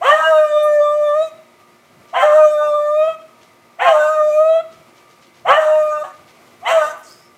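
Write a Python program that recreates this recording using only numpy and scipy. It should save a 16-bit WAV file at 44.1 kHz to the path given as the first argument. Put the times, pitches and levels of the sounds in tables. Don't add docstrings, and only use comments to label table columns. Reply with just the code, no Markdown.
import sys
import numpy as np
from scipy import signal
from scipy.fft import rfft, irfft, next_fast_len
from scipy.io import wavfile
from scipy.ndimage import uniform_filter1d, map_coordinates

SR = 44100
rng = np.random.default_rng(int(sys.argv[2]) if len(sys.argv) > 2 else 0)


def digitize_waveform(pressure):
    field = np.atleast_2d(pressure).T
    bounded = np.clip(field, -1, 1)
    quanta = np.round(bounded * 32767).astype(np.int16)
    wavfile.write(sys.argv[1], SR, quanta)


def volts(x):
    e = np.asarray(x, float) / 20
    return 10 ** e


N = 325017
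T = np.arange(N) / SR

# f/Hz, level/dB
THROAT = [(240, -68.5), (400, -20), (543, -10), (629, -4), (694, 3), (887, -8), (1080, 0), (1380, -8),
          (1590, -11), (1840, -14.5), (2070, -15), (2330, -21), (3160, -18), (3620, -40), (4200, -39.5),
          (5460, -72), (9240, -120)]
# f/Hz, level/dB
HISS = [(2060, -20.5), (3500, -6), (3610, 0.5), (5190, -16.5), (5760, -2.5), (6250, -4.5), (8140, -3.5),
        (10100, -18), (14300, -15.5), (15300, -20.5)]
TREBLE_DB = [1.5, -1, 0, -3.5, 3.5]


def unit(x):
    return x / np.sqrt(np.mean(x ** 2) + 1e-20)


def along(points, hz):
    f, v = np.transpose(points)
    return np.interp(np.log(hz + 1), np.log(f + 1), v)


def wobble(knots_per_s, size):
    knots = rng.standard_normal(int(size * knots_per_s / SR) + 4)
    return map_coordinates(knots, [np.arange(size) * knots_per_s / SR])


def coloured(x, spectrum):
    pad = 4096
    m = next_fast_len(len(x) + 2 * pad)
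    x = np.pad(x, (pad, 0))
    gain = volts(along(spectrum, np.fft.rfftfreq(m, 1 / SR)))
    return unit(irfft(rfft(x, m) * gain, m)[pad:len(x)])


def played(rows, fade_s):
    s, *cols = np.transpose(rows)
    span = slice(round(s[0] * SR), round(s[-1] * SR))
    t = T[span]
    gate = np.clip(np.minimum(t - s[0], (s[-1] - t) / 2.2) / fade_s, 0, 1) ** 2
    return span, gate, [np.interp(t, s, c) for c in cols]


def neighbourhood():
    # f/Hz, level/dB
    air = [(18, -65.5), (30, -50.5), (102, -4), (201, -9), (235, -7.5), (314, -4.5), (348, -3), (440, -6),
           (704, -3), (823, -9), (1220, -8.5), (1850, -15.5), (2000, -9.5), (3110, -17), (15300, -29.5)]
    # f/Hz, level/dB rms before flutter
    hum_lines = [(236.9, -64.5), (355.3, -62.5), (942.1, -67), (1061, -78.5), (1179, -62), (1238, -64.5),
                 (1357, -73.5), (1766, -75.5), (1943, -76), (2003, -71), (2062, -72), (2239, -72.5),
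                 (2299, -71.5)]
    murmur_db = -52 + 1.2 * wobble(2.49, size=N) + 0.6 * wobble(36, size=N)
    murmur = volts(murmur_db) * coloured(rng.standard_normal(N), air)
    drift_s = np.cumsum(1 + .0012 * wobble(8.9, size=N)) / SR
    hum = np.zeros(N)
    for hz, db in hum_lines:
        flutter_db = 3.5 * wobble(14, size=N)
        hum += volts(db + flutter_db) * np.sqrt(2) * np.sin(2 * np.pi * (hz * drift_s + rng.random()))
    return murmur + hum


def bass_swells():
    # t/s, peak level/dB
    swells = [(4.78, -58), (5.48, -50), (5.85, -63.5), (5.97, -57), (6.24, -55), (6.71, -54)]
    floor_db, fall_db_per_s = -64.5, 160
    band = [(25, -30.5), (70, -11.5), (150, -0.5), (230, -6.0), (500, -39.5)]  # f/Hz, level/dB
    lumps = volts(3.2 * wobble(9, size=N)) * coloured(rng.standard_normal(N), band)
    strength = volts(floor_db) + sum(volts(db - fall_db_per_s * np.abs(T - s)) for s, db in swells)
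    return strength * unit(lumps)


def rustles():
    # t/s, level/dB before onset and decay
    steps = [(1.84, -54), (2.07, -48), (3.408, -46.5), (4.71, -44.5), (4.951, -47.5), (5.09, -48),
             (5.209, -46), (5.337, -46.5), (6.129, -48.5), (6.27, -47.5), (6.46, -50)]
    # decay t60/s, centre f/Hz, spread/frequency ratio
    paw = (.3, 3000, 2.2)
    # t/s, level/dB before onset and decay, t60/s, centre f/Hz, spread/frequency ratio
    stirs = [(.625, -30, 0.15, 10100, 1.3), (2.621, -51, 0.42, 11100, 2.2), (6.966, -45, 0.25, 10700, 1.8),
             (7.025, -43.5, 0.62, 6560, 1.35), (7.06, -42.5, 0.36, 4700, 1.1),
             (7.051, -49.5, 0.81, 12600, 0.7)]
    onset_s = 0.021
    out, t = np.zeros(N + SR), T[:SR // 2]
    for s, db, t60_s, hz, ratio in [(*step, *paw) for step in steps] + list(stirs):
        band = [(hz / ratio ** 2, -32), (hz / ratio, -5), (hz, 0), (hz * ratio, -6), (hz * ratio ** 2, -32)]
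        grains = rng.standard_normal(len(t)) * volts(2.5 * wobble(400, size=len(t)))
        envelope = volts(db - 60 * t / t60_s) * (1 - np.exp(-t / onset_s))
        out[round(s * SR):][:len(t)] += envelope * coloured(grains, band)
    return out[:N]


def yard(x):
    # delay/s, level/dB
    walls = [(.012, -22), (.027, -12), (.058, -21.5), (.1, -21.5), (.2, -39)]
    # f/Hz, t60/s
    tail_t60 = [(300, 0.14), (1200, 0.84), (4000, 0.8), (12000, 0.067)]
    tail_db = -19
    echoes = np.zeros(SR // 2)
    for delay_s, db in walls:
        smear = rng.standard_normal(90) * np.hanning(90)
        echoes[round(delay_s * SR):][:len(smear)] += volts(db) * smear / np.linalg.norm(smear)
    hz, t, z = signal.stft(rng.standard_normal(SR // 2), SR, nperseg=256)
    decay = volts(-60 * t / along(tail_t60, hz)[:, None])
    tail = signal.istft(z * decay, SR, nperseg=256)[1][:SR // 2]
    return signal.fftconvolve(x, echoes + volts(tail_db) * tail / np.linalg.norm(tail))[:N]


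def whistle():
    # t/s, f/Hz, level/dB
    track = [(7.05, 5000, -69), (7.1, 4850, -69), (7.112, 5180, -42.5), (7.162, 4900, -59),
             (7.27, 5380, -56.5), (7.348, 5070, -83), (7.36, 5170, -74)]
    out = np.zeros(N)
    span, gate, (hz, db) = played(track, fade_s=0.029)
    phase = 2 * np.pi * np.cumsum(hz) / SR
    fuzz = wobble(600, size=len(hz)) * np.cos(phase) + wobble(560, size=len(hz)) * np.sin(phase)
    out[span] = gate * volts(db) * unit(fuzz)
    return out


def openings():
    # t/s, reference level/dB, final f/Hz, climb/s, attack slowness (1 = unwarped), torn share
    growls = [(0.004, -10, 611.8, 0.05, 0.85, 0.15), (2.122, -12.5, 530.3, 0.03, 0.96, .45),
              (3.779, -11.5, 535.3, 0.03, 0.92, 0.59), (5.441, -9.5, 598, .045, 0.98, 0.36),
              (6.6, -14, 610.2, .085, 2.5, 0.57)]
    # t/s after start, level/dB re reference, upper throat/dB re level, hiss/dB re reference
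    shape = [(0, -49, -8, -64), (.006, -21.5, -10, -54.5), (0.023, -8.5, -8, -44), (0.049, -3, -8, -32),
             (0.103, 0.5, -12.5, -28), (.15, -9.5, -13, -33.5), (.24, -15.5, -19.5, -33),
             (.38, -38.5, -19, -52.5)]
    from_hz, attack_s = 290, .105
    s, level_db, open_db, hiss_db = np.transpose(shape)
    age = np.linspace(0, s[-1], num=60)
    calls = []
    for (start, ref_db, top_hz, climb_s, slow, torn), treble_db in zip(growls, TREBLE_DB):
        hz = top_hz - (top_hz - from_hz) * np.exp(-(age / climb_s) ** 1.5)
        warped = np.where(age < attack_s, attack_s * (age / attack_s) ** slow, age)
        voice_db = ref_db + np.interp(warped, s, level_db)
        upper_db = treble_db + np.interp(warped, s, open_db)
        air_db = ref_db + treble_db + np.interp(warped, s, hiss_db)
        calls.append(np.transpose([start + age, hz, voice_db, upper_db, air_db, torn + 0 * age]))
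    return calls


def rasps():
    # t/s, length/s, starting level/dB, starting f/Hz
    breaks = [(6.031, .11, -26, 570), (6.8, .24, -27, 513.2)]
    fade_db, sag, upper_db, hiss_db, torn = 18.5, 0.043, -21, -24.5, 0.77

    def row(s, hz, db):
        return s, hz, db, upper_db, db + hiss_db, torn

    return [[row(s, hz, db), row(s + length_s, hz * (1 - sag), db - fade_db)]
            for s, length_s, db, hz in breaks]


def growl():
    out = np.zeros(N)
    knot_hz = np.transpose(THROAT)[0]
    low = THROAT + np.column_stack([0 * knot_hz, -60 * (knot_hz > 2000)])
    high = THROAT + np.column_stack([0 * knot_hz, -60 * (knot_hz < 1700)])
    for rows in openings() + rasps():
        span, gate, (hz, db, open_db, hiss_db, torn) = played(rows, fade_s=0.011)
        n = len(hz)
        phase = 2 * np.pi * np.cumsum(hz * (1 + 0.011 * wobble(120, size=n))) / SR
        blur = 2 * np.pi * np.cumsum(hz * .045 * wobble(200, size=n)) / SR
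        puffs = (1 + 1.1 * np.cos(phase)) * volts(0.89 * wobble(88, size=n))

        def line(k, flicker_db, smear):
            flicker = volts(flicker_db * wobble(45.06, size=n))
            return flicker * np.cos(k * phase + smear + rng.uniform(0, 2 * np.pi))

        def noise():
            return unit(puffs * volts(0.92 * wobble(26, size=n)) * rng.standard_normal(n))

        closed = np.clip((500 - hz) / 150, 0, 1)
        torn = np.clip(torn, .05, .65) * (1 - .9 * closed)
        pulses = unit(sum(volts(-17 * closed * abs(k - 2)) * line(k, 3.5, blur * max(k - 2.7, 0))
                          for k in range(1, 9)))
        slips = unit(sum(line(k + part, 7.5, blur * (k - 1))
                         for k in range(1, 9) for part in (1 / 3, 1 / 2, 2 / 3)))
        source = np.sqrt(1 - torn) * pulses + np.sqrt(torn) * (slips + volts(-3) * noise())
        voiced = coloured(source, low) + volts(open_db) * coloured(source, high)
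        hiss = volts(hiss_db + 2.1 * wobble(22, size=n)) * coloured(noise(), HISS)
        out[span] += gate * (volts(db) * voiced + hiss)
    return out


def alternation_db(t):
    # t/s, length/s, half-order level/dB
    spells = [(0.206, 0.18, -22.5), (2.237, 0.18, -30), (2.58, 0.092, -31), (3.837, 0.044, -31),
              (3.962, 0.11, -27), (5.604, 0.18, -30), (5.925, 0.053, -30.5), (6.694, 0.041, -24),
              (6.82, 0.037, -25), (6.903, .04, -34)]
    rise_db_per_s, fall_db_per_s, trail_db, trail_db_per_s = 896, 502, 23.5, 55
    start, length, db = np.transpose(spells)[..., None]
    before = np.clip(start - t, 0, None)
    after = np.clip(t - start - length, 0, None)
    fall_db = np.minimum(fall_db_per_s * after, trail_db + trail_db_per_s * after)
    return np.max(db - rise_db_per_s * before - fall_db, axis=0)


def howl():
    # t/s, f/Hz, fundamental/dB, octave/dB
    howls = [
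        [(0.09, 576.6, -17.5, -12), (0.136, 622.4, -12, -23), (0.202, 637.7, -16, -25.5),
         (0.214, 634.7, -30, -18), (0.28, 642.7, -12, -26.5), (0.33, 627.5, -7, -16.5),
         (0.388, 617.7, -8, -29.5), (0.45, 607.8, -14, -20), (0.484, 604, -18.5, -31), (0.574, 597, -9, -20.5),
         (0.596, 602.3, -12, -30), (0.66, 601, -11, -18.5), (0.782, 592, -12, -44.5), (0.806, 591, -9.5, -28),
         (0.88, 593.3, -16, -21), (1.004, 597.8, -14, -31.5), (1.126, 589.3, -15.5, -23.5),
         (1.228, 643, -10.5, -31.5), (1.252, 644, -27, -38), (1.276, 632, -23.5, -43), (1.31, 633, -36, -36)],
        [(2.22, 565.4, -12, -17), (2.246, 610.7, -9.5, -24.5), (2.332, 598, -8, -16), (2.362, 618, -5, -37),
         (2.388, 621.6, -7.5, -17), (2.454, 610, -7, -16.5), (2.484, 603.2, -8.5, -45),
         (2.502, 606.2, -12.5, -27), (2.788, 592.4, -16.5, -18.5), (2.824, 594.5, -17, -28.5),
         (2.914, 597.6, -16.5, -17), (2.978, 613, -11, -34), (3.008, 621.4, -11.5, -24.5),
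         (3.08, 637, -11, -31), (3.158, 641.6, -50, -35), (3.17, 637, -42, -43)],
        [(3.84, 744, -14.5, -42), (3.864, 726, -12, -36), (3.878, 659.6, -9.5, -35.5),
         (3.906, 661.7, -11.5, -46), (3.922, 634, -8, -31), (3.956, 605.4, -11, -23.5),
         (4.042, 607.8, -11, -29.5), (4.062, 609, -11.5, -19), (4.122, 626, -18, -22),
         (4.216, 607, -12.5, -18.5), (4.288, 609, -10.5, -38), (4.312, 605.3, -13.5, -24),
         (4.342, 605, -12.5, -38), (4.386, 617.6, -9, -21), (4.472, 640.4, -7.5, -22), (4.566, 659.4, -14, -37),
         (4.63, 677, -27, -25)],
        [(5.56, 600, -15, -14), (5.586, 639.3, -7, -32), (5.652, 612, -15, -27.5), (5.658, 617.6, -14, -36),
         (5.684, 615.3, -11.5, -21.5), (5.752, 617.2, -11, -31.5), (5.976, 604.5, -21, -20.5),
         (5.998, 602, -22, -44), (6.028, 606.5, -20, -22), (6.05, 623, -33, -32)],
        [(6.7, 696, -20.5, -39), (6.718, 658, -15, -29), (6.78, 647.5, -9, -19.5), (6.808, 616.3, -12, -28),
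         (6.822, 611.2, -14.5, -16), (6.838, 597, -24, -34), (6.844, 594.4, -19.5, -21),
         (6.89, 627.5, -27.5, -32), (6.94, 593, -42, -31)],
    ]
    # multiple of the pitch, level/dB re alternation level
    half_orders = [(.5, -35), (1.5, -6), (2.5, -3.5), (3.5, -33), (4.5, -21), (5.5, -58)]
    # f/Hz, level/dB
    mouth_db = [(1290, -49), (2200, -10.5), (2360, -2.5), (2440, 3), (2960, -12), (3650, 0), (3950, -16),
                (4870, -16.5), (7220, -9), (8620, -18), (12300, -21), (13200, -24.5), (15000, -27)]
    # f/Hz, half-width/Hz, gain/dB
    mouth_ring = (3350, 110, 4.3)
    # t/s, peak level/dB
    flares = [(.128, -11), (2.232, -26), (5.565, -31)]
    flare_fall_db_per_s = 600.5
    follows, usual_db = 0.18, -7
    rest_hz, lift_db_per_hz = 609.6, 0.37
    jitter, jitter_per_hz = .003, .00016
    out = np.zeros(N)
    centre_hz, width_hz, ring_db = mouth_ring

    def mouth(hz):
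        return along(mouth_db, hz) + ring_db / (1 + ((hz - centre_hz) / width_hz) ** 2)

    for rows, treble_db in zip(howls, TREBLE_DB):
        span, gate, (hz, first_db, octave_db) = played(rows, fade_s=0.011)
        n = len(hz)
        age = T[:n]

        def settle(db, extra_db, settle_s, swell_db):
            settling_db = db + extra_db * np.exp(-age / settle_s)
            return settling_db + swell_db * wobble(12.14, size=n) + follows * (first_db - usual_db)

        third_db = settle(-47, extra_db=31, settle_s=0.0267, swell_db=7)
        middle_db = settle(-49.5, extra_db=26, settle_s=0.11, swell_db=4)
        sixth_db = settle(-49.5, extra_db=-7.5, settle_s=0.6, swell_db=6)
        top_db = settle(-56, extra_db=17, settle_s=0.5, swell_db=1.5) + treble_db
        flare = sum(volts(db - flare_fall_db_per_s * np.abs(T[span] - s)) for s, db in flares)
        lift_hz = np.clip(hz - rest_hz, 0, 50) * np.arange(n) / n
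        middle_db = middle_db + lift_db_per_hz * lift_hz
        hz = uniform_filter1d(hz, size=SR // 25, mode="nearest")
        waver = (jitter + jitter_per_hz * lift_hz) * wobble(59.82, size=n)
        phase = 2 * np.pi * np.cumsum(hz * (1 + waver)) / SR

        def line(k, flicker_db):
            flicker = volts(flicker_db * wobble(29.89, size=n))
            return np.sqrt(2) * flicker * np.cos(k * phase + rng.uniform(0, 2 * np.pi))

        def stack(orders):
            return unit(sum(volts(mouth(k * hz) + 2.2 * wobble(5, size=n)) * line(k, 4.2) for k in orders))

        core = volts(first_db) * line(1, 0.14) + volts(octave_db) * line(2, 2.53)
        core += (volts(third_db) + flare) * line(3, 1.6)
        halves = volts(alternation_db(T[span])) * sum(volts(db) * line(k, 6.14) for k, db in half_orders)
        settled = np.clip(age / .24, 0, 1) ** 2
        breath = volts(-5.5) * coloured((1 + .8 * np.cos(phase)) * rng.standard_normal(n), HISS)
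        throat_noise = volts(-10) * coloured(rng.standard_normal(n), THROAT)
        upper = volts(middle_db) * (settled * stack(range(4, 6)) + throat_noise)
        upper += volts(sixth_db) * settled * line(6, 2.8)
        upper += volts(top_db) * (settled * stack(range(7, 24)) + breath)
        out[span] += gate * (core + halves + upper)
    return out


def scene():
    dog = growl() + howl() + whistle()
    return (neighbourhood() + bass_swells() + rustles() + yard(dog) + dog)[None]


def top_cut(x):
    return signal.sosfilt(signal.butter(12, 15410, fs=SR, output="sos"), x)


def record(dry):
    top, hard = .97, 10.5
    clipped = dry / (1 + np.abs(dry / top) ** hard) ** (1 / hard)
    mix = signal.lfilter(*signal.butter(1, 80, "high", fs=SR), clipped)
    return top_cut(mix)


dry = scene()
out = record(dry)
digitize_waveform(out)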